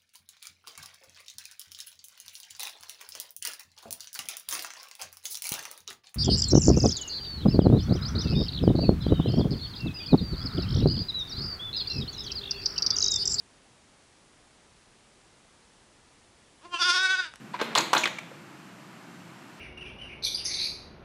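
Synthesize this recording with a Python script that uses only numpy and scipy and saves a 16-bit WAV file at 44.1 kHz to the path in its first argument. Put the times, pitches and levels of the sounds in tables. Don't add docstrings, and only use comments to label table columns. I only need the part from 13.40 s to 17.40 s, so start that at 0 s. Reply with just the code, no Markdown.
import sys
import numpy as np
from scipy import signal
from scipy.fft import rfft, irfft, next_fast_len
from scipy.io import wavfile
from scipy.ndimage import uniform_filter1d, map_coordinates

SR = 44100
rng = np.random.default_rng(int(sys.argv[2]) if len(sys.argv) > 2 else 0)


def dump(signal):
    limited = np.clip(np.atleast_2d(signal).T, -1, 1)
    pcm = np.round(limited * 32767).astype(np.int16)
    wavfile.write(sys.argv[1], SR, pcm)


N = 176400

# time in seconds, pitch in Hz.
VOICE_PITCH = [(3.22, 270), (3.255, 349.6), (3.33, 352.5), (3.38, 328.6), (3.4, 366.8), (3.43, 336.8),
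               (3.452, 364), (3.478, 362), (3.505, 345.3), (3.548, 373.1), (3.57, 357), (3.59, 373.3),
               (3.645, 378.2), (3.68, 370.1), (3.73, 382.1), (3.765, 361), (3.79, 377.3), (3.815, 362.3),
               (3.835, 348), (3.88, 305.8)]
# time in seconds, level in dB.
VOICE_LEVEL = [(3.21, -68.5), (3.258, -43.5), (3.283, -69), (3.305, -58), (3.343, -27.5), (3.382, -39.5),
               (3.422, -21), (3.448, -24), (3.478, -25), (3.502, -19), (3.525, -28), (3.562, -23.5),
               (3.615, -26), (3.657, -21.5), (3.684, -29), (3.71, -22), (3.735, -26.5), (3.752, -25.5),
               (3.766, -34.5), (3.802, -23), (3.82, -36), (3.866, -40.5), (3.897, -54)]
# time in seconds, roughness from 0 to 1.
VOICE_ROUGHNESS = [(3.23, .5), (3.26, .3), (3.34, .06), (3.385, .24), (3.42, .22), (3.45, .38), (3.49, .24),
                   (3.525, .38), (3.57, .22), (3.72, .1), (3.76, .3), (3.8, .12), (3.84, .45)]
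# time in seconds, shape number
MOUTH_MOVES = [(3.28, 0), (3.325, .5), (3.345, 1), (3.37, 1.05), (3.415, 2), (3.51, 2), (3.65, 3),
               (3.81, 3), (3.85, 3.25)]
# frequency in Hz, boost or cut in dB.
MOUTH_CLOSED = [(200, -14), (350, 1), (700, -4), (1040, 3.5), (1400, -5), (2100, -14.5), (2750, -10),
                (3600, -17), (4800, -15), (7000, -27), (11000, -51)]
MOUTH_HALF_CLOSED = [(200, -63), (340, -9.5), (700, -12.5), (1040, 0.5), (1380, -5), (1750, -13),
                     (2150, -25), (2450, -12.5), (2750, -3), (3100, -5), (3350, -12), (3600, -24),
                     (4200, -16.5), (4800, -14.5), (5400, -28), (5900, -18.5), (6400, -31), (7000, -28),
                     (7800, -28), (9000, -36), (11000, -48.5)]
MOUTH_WIDE_OPEN = [(200, -43), (350, -19.5), (700, -22.5), (1060, -8), (1430, 1), (1780, -14.5),
                   (2100, -17.5), (2800, -12.5), (3050, -21), (3500, -2), (4100, -21), (4550, -7),
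                   (5000, -5.5), (5600, -14.5), (6300, -21.5), (7200, -28.5), (8000, -34.5), (9600, -30),
                   (11000, -43.5)]
MOUTH_HELD = [(200, -59), (370, -26), (750, -20.5), (1130, -12.5), (1500, 5), (1880, -12.5), (2270, -11.5),
              (2650, -15), (3000, -22), (3400, -12), (3770, -5), (4200, -19.5), (4950, -12), (5600, -22.5),
              (6100, -19.5), (7000, -30.5), (8200, -33), (9500, -39.5), (11000, -49)]
# time in seconds, bass cut in dB.
THROAT_CATCHES = [(3.372, 12), (3.448, 11), (3.526, 12), (3.672, 0), (3.763, -1), (3.836, 10)]
# time in seconds, treble boost or cut in dB.
VOICE_TREBLE = [(3.44, 1), (3.465, -1), (3.505, 2), (3.6, -0.5), (3.66, 2.5), (3.685, 1), (3.71, 1),
                (3.75, 2), (3.77, 4), (3.8, -3.5), (3.825, 2), (3.87, -1.5)]
# start in seconds, peak level in dB, centre frequency in Hz, width in octaves.
HOOF_TICKS = [(3.392, -30, 900, 0.79), (3.634, -25.5, 8200, .35), (3.938, -32, 1200, 1.16),
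              (3.958, -32, 2385, 1.8), (3.9915, -55, 4530, 1.3)]
# frequency in Hz, seconds to fade by 60 dB.
ECHO_FADE = [(200, 0.3), (1200, 0.21), (3000, 0.33), (11000, 0.067)]
# frequency in Hz, relative level in dB.
HISS_TONE = [(12, -41.5), (20, -2), (91, -1), (171, -3), (240, -2), (267, -3.5), (405, -4), (439, -5.5),
             (616, -6.5), (866, -7), (1460, -10), (2000, -10.5), (2340, -11.5), (7800, -16), (10400, -17.5),
             (13500, -37.5), (22000, -120)]
# frequency in Hz, level change in dB.
TREBLE_ROLL_OFF = [(10200, 0), (10700, -8), (11200, -8), (12000, -14)]


def lamb(bass_hz=1200, treble_hz=2050, bass_boost_db=0.5, catch_half_width_s=0.014):
    shapes = [MOUTH_CLOSED, MOUTH_HALF_CLOSED, MOUTH_WIDE_OPEN, MOUTH_HELD, MOUTH_HALF_CLOSED]
    buzz, mouth, t = vocal_folds(), over_time(MOUTH_MOVES), np.arange(N) / SR
    voice = np.zeros(N)
    for number, shape in enumerate(shapes):
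        share = np.maximum(1 - abs(mouth - number), 0)
        voice += share * filtered(buzz, lambda hz: at_frequency(shape, hz))
    bass = below(voice, bass_hz)
    treble = voice - below(voice, treble_hz)
    middle = voice - bass - treble
    choke_db = sum(db * np.exp(-((t - when) / catch_half_width_s) ** 2) for when, db in THROAT_CATCHES)
    voice = bass * gain(bass_boost_db - choke_db) + middle + treble * gain(over_time(VOICE_TREBLE))
    voice /= np.sqrt(abs(uniform_filter1d(voice ** 2, size=600)) + 1e-9)
    bleating = (t > VOICE_LEVEL[0][0]) & (t < VOICE_LEVEL[-1][0])
    return voice * gain(over_time(VOICE_LEVEL)) * bleating


def vocal_folds(jitter_cycles=0.035, shimmer_db=1.5, unsteady_hz=130, flutter_db=3.5, flutter_hz=27.99):
    roughness = over_time(VOICE_ROUGHNESS)
    cycles = np.cumsum(over_time(VOICE_PITCH)) / SR
    phase = 2 * np.pi * (cycles + jitter_cycles * roughness * wobble(unsteady_hz))
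    pulses = np.zeros(N)
    for harmonic in range(1, 35):
        depth_db = flutter_db * min(harmonic / 8.7, 1) ** 2
        lag = 0.0586 * harmonic ** 2
        pulses += gain(depth_db * wobble(flutter_hz)) * np.cos(harmonic * phase - lag)
    air = rasp(phase)
    shimmer = gain(shimmer_db * roughness * wobble(unsteady_hz))
    return normalised(pulses) * shimmer + roughness * air


def rasp(phase, boost_db=6.5, edge_hz=5200):
    puffs = rng.standard_normal(N) * (1 + np.cos(phase)) ** 2
    air = filtered(puffs, lambda hz: -10 * np.log10(1 + (edge_hz / (hz + 1)) ** 4))
    return gain(boost_db) * normalised(air)


def hoof_ticks(fade_s=0.009):
    ticks, t = np.zeros(N + SR), np.arange(SR // 20) / SR
    for start, peak_db, centre_hz, octaves in HOOF_TICKS:
        burst = rng.standard_normal(len(t)) * gain(-60 * t / fade_s)
        band_db = lambda hz: -20 * np.log10(1 + (np.log2((hz + 1) / centre_hz) / octaves) ** 2)
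        snap = filtered(burst, band_db)
        ticks[round(start * SR):][:len(t)] += gain(peak_db) * snap / abs(snap).max()
    return ticks[:N]


def kitchen(sound, echo_db=-13, build_up_s=0.007):
    hz, t, noise = signal.stft(rng.standard_normal(SR // 2), SR, nperseg=256)
    fade = gain(-60 * t / at_frequency(ECHO_FADE, hz)[:, None])
    build_up = 1 - np.exp(-t / build_up_s)
    _, tail = signal.istft(noise * fade * build_up, SR, nperseg=256)
    echo = signal.fftconvolve(sound, tail / np.linalg.norm(tail))[:N]
    return sound + gain(echo_db) * echo


def hiss(level_db=-59.5, top_hz=12300):
    tone_db = lambda hz: at_frequency(HISS_TONE, hz) - 60 * (hz > top_hz)
    return gain(level_db) * normalised(filtered(rng.standard_normal(N), tone_db))


def gain(db):
    return 10 ** (np.asarray(db) / 20)


def normalised(sound):
    return sound / np.sqrt(np.mean(sound ** 2) + 1e-20)


def at_frequency(rows, hz):
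    frequencies, values = np.transpose(rows)
    return np.interp(np.log(hz + 1), np.log(frequencies + 1), values)


def over_time(rows):
    return np.interp(np.arange(N) / SR, *np.transpose(rows))


def wobble(rate):
    values = rng.standard_normal(int(N * rate / SR) + 4)
    steps = np.arange(0, N, 32)
    return np.interp(np.arange(N), steps, map_coordinates(values, [steps * rate / SR]))


def filtered(sound, gain_db):
    size = 2 * next_fast_len(len(sound))
    hz = np.fft.rfftfreq(size, 1 / SR)
    cepstrum = irfft(np.log(gain(gain_db(hz))), size)
    cepstrum[1:size // 2] *= 2
    cepstrum[size // 2 + 1:] = 0
    return irfft(rfft(sound, size) * np.exp(rfft(cepstrum)), size)[:len(sound)]


def below(sound, edge_hz):
    hz = np.fft.rfftfreq(N, 1 / SR)
    return irfft(rfft(sound) / (1 + (hz / edge_hz) ** 20), N)


def scene():
    return (kitchen(lamb() + hoof_ticks()) + hiss())[None]


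def record(dry, top_hz=12300):
    size = next_fast_len(N + SR // 2)
    hz = np.fft.rfftfreq(size, 1 / SR)
    roll_off = gain(at_frequency(TREBLE_ROLL_OFF, hz)) * (hz < top_hz)
    return irfft(rfft(dry, size) * roll_off, size)[:, :N]


dry = scene()
out = record(dry)
dump(out)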